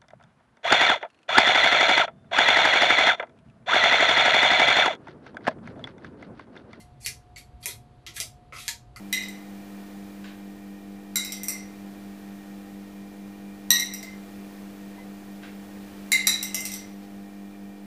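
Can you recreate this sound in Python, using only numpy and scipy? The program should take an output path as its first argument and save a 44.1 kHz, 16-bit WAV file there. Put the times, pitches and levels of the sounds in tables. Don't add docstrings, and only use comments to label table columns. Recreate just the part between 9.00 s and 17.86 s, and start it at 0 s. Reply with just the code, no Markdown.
import sys
import numpy as np
from scipy import signal
from scipy.fft import rfft, irfft, next_fast_len
from scipy.io import wavfile
from scipy.ndimage import map_coordinates

SR = 44100
rng = np.random.default_rng(int(sys.argv[2]) if len(sys.argv) > 2 else 0)


def store_wav(level_fs):
    pcm = np.round(np.clip(np.atleast_2d(level_fs), -1, 1) * 32767)
    wavfile.write(sys.argv[1], SR, pcm.T.astype(np.int16))


def undo_db(level):
    steps = np.asarray(level, float) / 20
    return 10 ** steps


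N = 390711


def unit(x):
    return x / np.sqrt(np.mean(x ** 2) + 1e-20)


def along(points, hz):
    point_hz, value = np.transpose(points)
    return np.interp(np.log(hz + 1), np.log(point_hz + 1), value)


def wobble(rate):
    s = np.arange(0, N / SR + 0.01, 0.01)
    knots = rng.standard_normal(int(N * rate / SR) + 4)
    curve = map_coordinates(knots, [s * rate])
    return np.interp(np.arange(N) / SR, s, curve)


def filtered(x, response):
    m = next_fast_len(len(x) + 8192)
    hz = np.fft.rfftfreq(m, 1 / SR)
    return irfft(rfft(x, m) * response(hz), m)[:len(x)]


def add(track, s, sound):
    part = track[round(s * SR):][:len(sound)]
    part += sound[:len(part)]


# (time [s], peak level [dB], thud level [dB], crack level [dB],
# lowest mode as the grip loads it [Hz])
BLOW_EVENTS = [
    (0.1272, -16, -32, -2.5, 2042),
    (2.157, -10.5, -32.5, -6.5, 2110),
    (4.7044, -7.5, -26.5, -5, 1968),
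    (7.1183, -2, -43, -11, 2095),
    (7.2698, -4, -26, -11, 2117),
]
# (lowest level [dB], second level [dB], even family level [dB], odd family level [dB])
STRIKE_SPOTS = [(8.5, 8, -3.5, -2.5), (-1.5, 6, -6.5, -1), (-8, 9, 4, -10), (1.5, -6.5, -16, -5),
                (-10.5, 5, -6.5, -1)]
# (frequency [Hz], spectral peak level [dB], t60 [s])
GLASS_MODES = [(2800, -19, 0.014), (3849, -4, 0.034), (3961, -4.5, .022), (4790, -15, 0.012),
               (5815, 1, 0.014), (6660, -12.5, 0.012), (7400, -3, 0.021), (8335, -5.5, .017),
               (9170, -31.5, 0.0203), (10610, -6, .012), (11790, -2, .013), (12700, -15.5, 0.013),
               (13300, -22.5, .015), (15000, -22, .016)]
MODE_FAMILY = [0, 1, 1, 3, 2, 3, 3, 2, 3, 3, 2, 2, 3, 3]
# (frequency [Hz], level [dB], t60 [s])
GRAZED_MODES = [(1911, 6, .3), (3940, 0, 0.039), (2490, -3.5, 0.036), (1836, -13, 0.03),
                (1464, -13, 0.0068), (2480, -14.5, 0.012), (3260, 2, 0.0089)]
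GRAZING_BLOW = [2, 0, 0, 4, 1, 4, 0]
# (frequency [Hz], width [Hz], depth [0-1])
HOLLOW_BANDS = [(3330, 230, 0.9), (1620, 280, 0.2)]


def blows():
    lowest_t60_s, scatter_db, scatter = 0.037, 1, 0.004

    def crack_colour(f):
        return f ** 6 / (f ** 6 + 1750.0 ** 6)

    def hollow_out(f):
        dips = [1 - depth / (1 + ((f - hz) / width) ** 2) for hz, width, depth in HOLLOW_BANDS]
        return np.prod(dips, axis=0)

    track = np.zeros(N)
    for k, (s, db, thud_db, crack_db, low_hz) in enumerate(BLOW_EVENTS):
        spot_db = np.array(STRIKE_SPOTS[k])
        modes = np.array(GLASS_MODES)
        modes[:, 0] *= 1 + scatter * rng.standard_normal(len(modes))
        modes[:, 1] += spot_db[MODE_FAMILY] + scatter_db * rng.standard_normal(len(modes))
        lowest = (low_hz, spot_db[0], lowest_t60_s)
        grazed = [mode for which, mode in zip(GRAZING_BLOW, GRAZED_MODES) if which == k]
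        blow = ring(np.vstack([modes, lowest] + grazed))
        add(blow, 0, undo_db(thud_db + 2) * palm())
        add(blow, 0, undo_db(crack_db) * puff(crack_colour, t60=0.009))
        blow = filtered(blow, hollow_out)
        add(track, s, undo_db(db) * kitchen(blow))
    return track


# (time [s], peak level [dB], low rim mode level [dB], high rim mode level [dB],
# colour at 4.5 kHz [dB])
TAP_EVENTS = [(0.2244, -34, -7, -12, 0), (0.2354, -36.5, 4.5, -6, 4), (0.2843, -31.5, -14, -8, -12),
              (2.2483, -23, -19, -11, -2), (2.3211, -20.5, -6.5, -3.5, -5.5),
              (2.4334, -21.5, -7.5, -9, -12), (2.4833, -14, -7, -4, -10), (4.7571, -27, 7, 10, -8),
              (4.797, -16.5, 0, -2, -13), (4.9372, -24, -5.5, -2, -7), (5.0284, -31, 4.5, -10, -3),
              (7.428, -15, -9.5, -6, -9), (7.5448, -14, -3, -7, -3.5), (7.6051, -23, -7, -6, -23),
              (7.653, -16.5, -10, -6, -8.5), (7.7176, -27.5, 1, -2, 0), (7.7383, -22.5, -15, -4, -9),
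              (8.0294, -57, -3, -17.5, 12)]
# (frequency [Hz], spectral peak level [dB], t60 [s])
DISH_MODES = [(2696, -6.5, 0.0055), (3825, -5.5, 0.024), (4570, -2.5, 0.0057), (5210, 5, 0.0044),
              (6200, 2, 0.0061), (7510, 5.5, 0.0053), (8450, 3.5, 0.01), (9350, -21, 0.013),
              (10440, -5.5, 0.0094), (11940, -0.5, 0.011), (12850, -5.5, 0.012), (14200, -18, 0.016),
              (15340, -13, 0.0092)]
# (frequency [Hz], t60 [s])
RIM_MODES = [(2075, .06), (5810, .025)]
COLOUR_HZ = [2600, 4500, 7900, 10500]


def taps():
    bright_db, thud_db = -5, -31
    track = np.zeros(N)
    for s, db, low_db, high_db, mid_db in TAP_EVENTS:
        levels = [mid_db + 6, mid_db, bright_db, 0]
        colour = [(1200, -36)] + list(zip(COLOUR_HZ, levels))
        modes = np.array(DISH_MODES)
        modes[:, 1] += along(colour, modes[:, 0]) + rng.normal(0, 1.33, len(modes))
        rim = [(hz, level_db + 9.5, t60) for (hz, t60), level_db in zip(RIM_MODES, (low_db, high_db))]
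        tap = undo_db(-8.5) * ring(np.vstack([modes, rim]))
        add(tap, 0, undo_db(3.5) * puff(lambda f: undo_db(along(colour, f)), t60=0.0024))
        add(tap, 0, undo_db(thud_db) * palm())
        add(track, s, undo_db(db + 1.5) * kitchen(tap))
    return track


# (time [s], peak level [dB])
DROP_EVENTS = [
    (1.242, -26),
    (6.4325, -27.5),
]
# (frequency [Hz], spectral peak level [dB], t60 [s])
JAR_MODES = [(700, -5, .01), (1140, -2, .014), (1570, 1, .014), (2100, -4, .008), (2700, -2, .008),
             (3250, -5, .008), (3810, -7, .012), (4500, -12, .006), (5200, -15, .008), (7200, -17, .006)]


def drops():
    track = np.zeros(N)
    for s, db in DROP_EVENTS:
        add(track, s, undo_db(db - 8.5) * kitchen(ring(JAR_MODES)))
    return track


def ring(modes):
    t = np.arange(int(0.3 * SR)) / SR
    hz, db, t60 = np.transpose(modes)[:, :, None]
    t60 = np.clip(t60, 0.006, 0.3)
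    press_s = 0.0014 + 1.42 / hz
    swell = np.sin(np.pi / 2 * np.clip(t / press_s, 0, 1)) ** 2
    fade = undo_db(db - 60 * t / t60) * 0.014 / t60
    tones = fade * np.sin(2 * np.pi * (hz * t + rng.random(hz.shape)))
    return (swell * tones).sum(0)


def palm():
    return puff(lambda f: (f / 950) ** 3 / (1 + (f / 950) ** 6), t60=0.018)


def puff(colour, t60):
    t = np.arange(SR // 20) / SR
    noise = unit(filtered(rng.standard_normal(len(t)), colour))
    return noise * undo_db(-60 * t / t60) * (1 - np.exp(-t / 0.00015))


# (frequency [Hz], t60 [s])
KITCHEN_T60 = [(500, 0.28), (2000, 0.54), (4000, 0.48), (8000, 0.31), (15000, 0.18)]
# (delay [s], level [dB])
EARLY_ECHOES = [(.0012, -8.5), (.009, -6), (.017, -14), (.03, -38)]
# (frequency [Hz], t60 [s], level [dB])
FREE_JARS = [(2071, 0.34, -12), (3890, 0.44, -16), (5805, 0.55, -20)]


def kitchen(x):
    hz, t, z = signal.stft(rng.standard_normal(int(0.65 * SR)), SR, nperseg=256)
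    fade = undo_db(-60 * t / along(KITCHEN_T60, hz)[:, None])
    tail = signal.istft(z * fade, SR, nperseg=256)[1]
    t = np.arange(len(tail)) / SR
    tail *= 1 - np.exp(-t / 0.00085)
    answer = undo_db(3.5) * tail / np.linalg.norm(tail)
    for jar_hz, t60, db in FREE_JARS:
        answer += undo_db(db - 40.5 - 60 * t / t60) * np.sin(2 * np.pi * jar_hz * t)
    answer[0] = 1
    for delay, db in EARLY_ECHOES:
        answer[round(delay * SR)] += undo_db(db)
    return signal.fftconvolve(x, answer)


# (time [s], length [s], frequency [Hz], rms level [dB])
CREAK_EVENTS = [(5.969, 0.071, 2036, -56), (5.981, 0.015, 970, -51.5), (5.995, 0.084, 508, -58),
                (6.05, 0.021, 777, -53.5), (5.022, 0.041, 665, -55), (7.55, 0.035, 658, -53),
                (7.607, 0.044, 635, -53.5)]


def chair():
    track = np.zeros(N)
    for s, length, hz, db in CREAK_EVENTS:
        t = np.arange(round(length * SR)) / SR
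        swell = np.sqrt(np.sin(np.pi * t / length))
        add(track, s, undo_db(db + 5) * swell * np.sin(2 * np.pi * hz * t))
    return track


# (time [s], length [s], frequency [Hz], rms level [dB])
RUSH_EVENTS = [
    (1.238, .12, 2808, -57),
    (6.42, .12, 2222, -55.5),
]


def spoonful_rush():
    track = np.zeros(N)
    for s, length, hz, db in RUSH_EVENTS:
        t = np.arange(round(length * SR)) / SR
        noise = rng.standard_normal(len(t))
        rush = unit(filtered(noise, lambda f: (f / hz) ** 2 / (1 + (f / hz) ** 4.9)))
        add(track, s, undo_db(db + 4.5) * np.sin(np.pi * np.sqrt(t / length)) * rush)
    return track


# (multiple, rms level [dB])
MAINS_LINES = [(4, -42.5), (5, -81), (6, -48.5), (8, -69.5), (10, -67.5), (13, -73.5), (14, -61), (16, -65),
               (18, -76), (20, -80)]
# (multiple, rms level [dB])
SHAFT_LINES = [(1, -70.5), (2, -70), (3, -76), (4, -54), (5, -69), (7, -60.5), (8, -63.5), (9, -63.5),
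               (10, -61.5), (11, -82.5), (12, -69), (13, -73), (16, -81), (38, -67.5)]
# (frequency [Hz], width [Hz], rms level [dB])
CABINET = [(97.4, 36, -65.5), (1833, 140, -68.5), (2380, 100, -66.5), (782, 33, -66)]


def refrigerator():
    mains = (MAINS_LINES, 49.971, 0.78)  # overtones, rate [Hz], starting phase [rad]
    shaft = (SHAFT_LINES, 48.893, 4.42)
    t = np.arange(N) / SR
    hum = np.zeros(N)
    for lines, hz, start in (mains, shaft):
        turn = 2 * np.pi * hz * t + start
        for multiple, db in lines:
            multiple = round(multiple)
            unsteady_db = 0.11 * multiple ** 0.49 * wobble(2.41)
            hum += np.sqrt(2) * undo_db(db + unsteady_db) * np.cos(multiple * turn)
    for hz, width, db in CABINET:
        noise = rng.standard_normal(N)
        band = filtered(noise, lambda f: 1 / (1 + ((f - hz) / (width / 2)) ** 2))
        hum += undo_db(db + 0.74 * wobble(2.44)) * unit(band)
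    return hum


# (frequency [Hz], level per Hz [dB])
AIR_COLOUR = [(25, -12.5), (100, -6), (300, -4), (800, -10.5), (2000, -15.5), (5000, -22.5), (10000, -26.5),
              (15000, -24.5)]


def air():
    noise = filtered(rng.standard_normal(N), lambda f: undo_db(along(AIR_COLOUR, f)))
    return undo_db(-51.5 + 1.06 * wobble(1.118)) * unit(noise)


def scene():
    spoon = blows() + taps() + drops()
    return (spoon + chair() + spoonful_rush() + refrigerator() + air())[None]


def band_limit(x):
    return signal.sosfilt(signal.butter(12, 16650, fs=SR, output="sos"), x)


def record(dry):
    top_hz = 15600
    edge_hz = [top_hz - 250, top_hz, 16500, 16600]
    edge_gain = [1, undo_db(-33), undo_db(-42), 0]
    band = filtered(dry[0], lambda f: np.interp(f, edge_hz, edge_gain))
    mix = band[None] + 0.001
    return band_limit(mix)


dry = scene()
out = record(dry)
store_wav(out)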